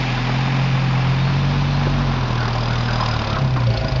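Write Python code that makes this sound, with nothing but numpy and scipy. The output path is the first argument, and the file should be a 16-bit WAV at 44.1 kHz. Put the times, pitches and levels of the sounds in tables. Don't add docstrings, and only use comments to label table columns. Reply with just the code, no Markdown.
import sys
import numpy as np
from scipy.fft import rfft, irfft, next_fast_len
from scipy.io import wavfile
from scipy.ndimage import map_coordinates

SR = 44100
rng = np.random.default_rng(int(sys.argv[2]) if len(sys.argv) > 2 else 0)


def master_out(mix):
    frames = np.transpose(np.atleast_2d(mix))
    ceiling = np.clip(frames, -1, 1)
    pcm = np.round(ceiling * 32767).astype(np.int16)
    wavfile.write(sys.argv[1], SR, pcm)


N = 176400

# t/s, lead of the even orders/cycles
SMEARING = [(2, .23), (2.4, .1)]
# t/s, chuff/dB, engine bay/dB, spit/dB
WALK_LEVELS = [(0, -29, -28, -38.5), (.6, -29.5, -29.5, -47.5), (1.1, -29, -31.5, -39),
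               (1.5, -30, -33, -35.5), (2.2, -27.5, -36, -35), (2.9, -28, -35.5, -33.5),
               (3.33, -28, -36, -32.5), (3.5, -33, -38.5, -38.5), (3.78, -35, -35, -37.5),
               (4, -36, -35, -36.5)]
# t/s, tailpipe/dB, hollow under the body/dB
RING_LEVELS = [(2.1, -48, -39), (3.05, -42, -29.5), (3.35, -33, -36.5), (3.65, -35.5, -40),
               (3.76, -27.5, -35), (4, -34, -43)]
# f/Hz, relative level/dB
SPIT_SPECTRUM = [(600, 4.5), (1500, -9), (2600, 3.5), (3700, 6), (4400, 2), (6000, -5), (7100, -35)]

def amp(db):
    return 10 ** (np.asarray(db) / 20)

def unit(x):
    return x / np.sqrt(np.mean(x ** 2) + 1e-20)

def curves(rows):
    times, *columns = np.transpose(rows)
    return [np.interp(np.arange(N) / SR, times, column) for column in columns]

def wobble(rate):
    knots = rng.standard_normal(int(N * rate / SR) + 4)
    return map_coordinates(knots, [np.arange(N) * rate / SR])

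def bumps(rows, width_s=0.018):
    t = np.arange(N) / SR
    return amp(sum(db * np.exp(-((t - s) / width_s) ** 2) for s, db in rows))

def filtered(x, response):
    size = next_fast_len(len(x) + SR // 4)
    return irfft(rfft(x, size) * response(np.fft.rfftfreq(size, 1 / SR)), size)[:len(x)]

def coloured(x, spectrum):
    hz, db = np.transpose(spectrum)
    return unit(filtered(x, lambda f: amp(np.interp(np.log(f + 1), np.log(hz + 1), db))))

def resonated(x, modes):
    def response(f):
        return sum(amp(db) * 1j * f * width / (hz * hz - f * f + 1j * f * width)
                   for hz, width, db in modes)
    return unit(filtered(x, response))

def firings(pulse_phase=0.718):
    # t/s, firing rate/Hz
    speed = [(0.0, 43.1), (0.2, 41.35), (0.33, 43.07), (0.5, 44.62), (0.75, 44.03), (1.04, 43.11),
             (1.3, 45.4), (1.55, 47.09), (1.8, 46.94), (2.02, 46.42), (2.29, 40.93), (2.48, 39.3),
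             (2.77, 40.12), (3.0, 39.52), (3.22, 36.82), (3.45, 33.23), (3.7, 28.95), (4.0, 25.28)]
    rate, = curves(speed)
    return np.cumsum(rate) / SR - pulse_phase + 2, rate

def strokes(lead):
    count, rate = firings()
    which, part = np.divmod(count + lead, 1)
    return which.astype(int), part / rate

def per_firing(which):
    return rng.standard_normal(256)[which]

def puffs(lead, rise_s, decay_s, steady, scatter_db, grain_db):
    which, age = strokes(lead)
    strength = amp(scatter_db * per_firing(which))
    burst = unit(strength * (1 - np.exp(-age / rise_s)) * np.exp(-age / decay_s))
    envelope = np.hypot(burst, steady) / np.hypot(1, steady)
    return envelope * amp(grain_db * wobble(450)) * rng.standard_normal(N)

def rung(modes, lead, rise_s, decay_s, detune, blur):
    which, age = strokes(lead)
    part = (firings()[0] + lead) % 1
    fade = np.minimum(1, 10 * (1 - part))
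    envelope = (1 - np.exp(-age / rise_s)) * np.exp(-age / decay_s) * fade
    ring = np.zeros(N)
    for hz, db in modes:
        pitch = hz * (1 + detune * per_firing(which))
        phase = 2 * np.pi * (pitch * age + per_firing(which))
        ring += amp(db + 3.2 * per_firing(which)) * np.sin(phase + blur * wobble(400))
    return unit(ring * envelope)

def swells(rows, width_s=0.04, half_band_hz=100):
    t = np.arange(N) / SR
    def band(hz):
        noise = rng.standard_normal(N)
        return unit(filtered(noise, lambda f: 1 / (1 + ((f - hz) / half_band_hz) ** 2)))
    return sum(amp(db) * np.exp(-((t - s) / width_s) ** 2) * band(hz) for s, db, hz in rows)

def hum():
    # t/s, level/dB of orders 1 to 6
    orders = [(.2, -33, -56, -22, -35, -34.5, -32), (.55, -37, -44.5, -19, -30.5, -34, -37),
              (1.05, -34, -34.5, -18, -28.5, -42, -37.5), (1.5, -29.5, -28, -19, -31.5, -33, -43.5),
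              (1.95, -27, -27.5, -21, -49.5, -28.5, -34.5), (2.3, -31.5, -33, -21, -55, -36.5, -37.5),
              (2.6, -30.5, -33.5, -22, -37, -49, -38), (3, -29, -34, -22, -34.5, -38, -36),
              (3.27, -34, -31, -24.5, -35.5, -48, -36.5), (3.42, -34, -32.5, -31, -20, -50, -37.5),
              (3.7, -39.5, -30, -46.5, -21.5, -37, -45), (3.87, -49, -25, -42, -26.5, -22, -62),
              (4, -48, -29, -25, -33, -23, -36)]
    misfires = [(3.258, -6), (3.897, -11)]
    count, rate = firings()
    unevenness = (rate.mean() / rate) ** 2
    smear, = curves(SMEARING)
    pressure = np.zeros(N)
    for order, db in enumerate(curves(orders), 1):
        flutter_db = (0.58 if order == 3 else 1.5) * unevenness * wobble(28)
        cycles = order * count + smear * (order % 2 == 0)
        pressure -= np.sqrt(2) * amp(db + flutter_db) * np.sin(2 * np.pi * cycles)
    return pressure * bumps(misfires)

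def rumble():
    # t/s, level/dB
    levels = [(.7, -31), (.93, -31.5), (2.4, -29.5), (3.1, -33), (3.4, -27.5), (4, -31)]
    # f/Hz, relative level/dB
    spectrum = [(20, -34), (38, -11.5), (125, -1), (230, -1), (500, -17.5), (1200, -61.5)]
    flow = puffs(lead=0.34, rise_s=0.006, decay_s=0.02, steady=1, scatter_db=0.5, grain_db=0)
    return amp(curves(levels)[0]) * coloured(flow, spectrum)

def engine_bay(whirr_db=-1.23, bonnet_db=-5.0):
    # f/Hz, relative level/dB
    spectrum = [(400, -20), (1400, -12), (2450, -3), (3300, -11.5), (5200, -16), (7300, -37.5)]
    # f/Hz, bandwidth/Hz, relative level/dB
    modes = [(814, 87, 0), (1686, 33, -3), (3563, 50, -8)]
    clatter = dict(lead=0.43, rise_s=0.002, decay_s=0.0046, steady=2.3, scatter_db=0, grain_db=1.1)
    whirr = amp(whirr_db) * coloured(puffs(**clatter), spectrum)
    bonnet = amp(bonnet_db) * resonated(puffs(**clatter), modes)
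    return amp(curves(WALK_LEVELS)[1]) * (whirr + bonnet)

def chuff(gain_db=-1.37):
    # f/Hz, relative level/dB
    spectrum = [(200, -23), (340, -4), (470, -2), (1050, 1), (1620, -5), (1850, -9), (7000, -51)]
    # f/Hz, bandwidth/Hz, relative level/dB
    modes = [(633, 23, -1.5), (765, 50, 0), (1000, 80, 1)]
    gas = puffs(lead=0.39, rise_s=0.002, decay_s=0.022, steady=1, scatter_db=1.4, grain_db=1.5)
    thrust = puffs(lead=0.33, rise_s=0.0042, decay_s=0.0076, steady=0.63, scatter_db=5, grain_db=0.5)
    direct = amp(curves(WALK_LEVELS)[0] + gain_db) * coloured(gas, spectrum)
    return direct + amp(curves(RING_LEVELS)[1]) * resonated(thrust, modes)

def spit(gain_db=-1.2, diffusion=52):
    wash = diffusion * curves(SMEARING)[0] ** 2
    gas = puffs(lead=0.17, rise_s=0.0018, decay_s=0.008, steady=wash, scatter_db=1.2, grain_db=1.2)
    return amp(curves(WALK_LEVELS)[2] + gain_db) * coloured(gas, SPIT_SPECTRUM)

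def squeaks():
    # t/s, level at the crest/dB, f/Hz
    events = [(1.22, -38, 3720), (1.275, -41.5, 4400), (1.745, -41, 4150)]
    return swells(events)

def sputters(gain_db=-5.5, rise_s=0.00036, decay_s=0.015, width_hz=120, crack_s=0.0057):
    # t/s, relative level/dB, f/Hz, crack re pop/dB
    events = [(1.868, -14.5, 290, -24), (2.452, -15, 1150, -21), (3.001, -12, 1010, -17),
              (3.024, -13, 1010, -22), (3.241, -26, 695, -6), (3.365, -14, 1110, -15),
              (3.562, -12, 1000, -21), (3.619, -16.5, 970, -14), (3.741, -16, 650, -14),
              (3.848, -20.5, 616, -21), (3.96, -16.5, 590, -7)]
    pops, cracks = np.zeros((2, N + SR))
    t = np.arange(SR // 10) / SR
    envelope = (1 - np.exp(-t / rise_s)) * np.exp(-t / decay_s)
    for s, db, hz, crack_db in events:
        pop = resonated(rng.standard_normal(len(t)), [(hz, width_hz, 0)])
        crack = coloured(rng.standard_normal(len(t)), SPIT_SPECTRUM)
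        pops[round(s * SR):][:len(t)] += amp(db) * envelope * pop
        cracks[round(s * SR):][:len(t)] += amp(db + crack_db) * np.exp(-t / crack_s) * crack
    dull_pops = filtered(pops[:N], lambda f: 1 / (1 + (f / 2600) ** 4))
    return amp(gain_db) * (dull_pops + cracks[:N])

def rasps():
    # t/s, level at the crest/dB, f/Hz
    events = [(2.42, -31.5, 1480), (2.72, -31.5, 1430), (2.91, -30.5, 1500), (3.135, -30, 1415),
              (3.335, -30, 1320)]
    return swells(events)

def pings():
    # t/s, relative level beside/dB, behind/dB
    levels = [(2.2, -53, -54), (2.6, -42, -44.5), (3.12, -36, -53), (3.55, -52.5, -46), (3.8, -49, -38.5)]
    # f/Hz, relative level/dB
    side_modes = [(3590, -5.5), (3930, -7), (4970, 2)]
    # f/Hz, relative level/dB
    rear_modes = [(4050, -6.5), (4680, 4.5), (5050, -2.5)]
    beside, behind = amp(curves(levels))
    strike = dict(lead=0.15, rise_s=0.0022, decay_s=0.007)
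    clear = rung(side_modes, **strike, detune=0.006, blur=0.6)
    raspy = rung(rear_modes, **strike, detune=0.025, blur=1)
    return beside * clear + behind * raspy

def tailpipe():
    # f/Hz, relative level/dB
    modes = [(382, -5.5), (530, -0.5), (644, 2.5), (778, -6.5), (1430, -4.5)]
    ring = rung(modes, lead=0.131, rise_s=0.0047, decay_s=0.03, detune=0.0074, blur=0.29)
    return amp(curves(RING_LEVELS)[0]) * ring

def scene():
    # t/s, boost/dB
    hard_firings = [(3.06, 2.5), (3.305, 4.5), (3.776, 5), (3.962, 1.5)]
    ticking = bumps(hard_firings) * (pings() + spit())
    idle = hum() + rumble() + engine_bay() + chuff()
    return (idle + rasps() + squeaks() + tailpipe() + ticking + sputters())[None]

def record(dry, top_hz=7500, taper_hz=450):
    return filtered(dry[0], lambda f: np.clip((top_hz - f) / taper_hz, 0, 1) ** 2)[None]

dry = scene()
out = record(dry)
master_out(out)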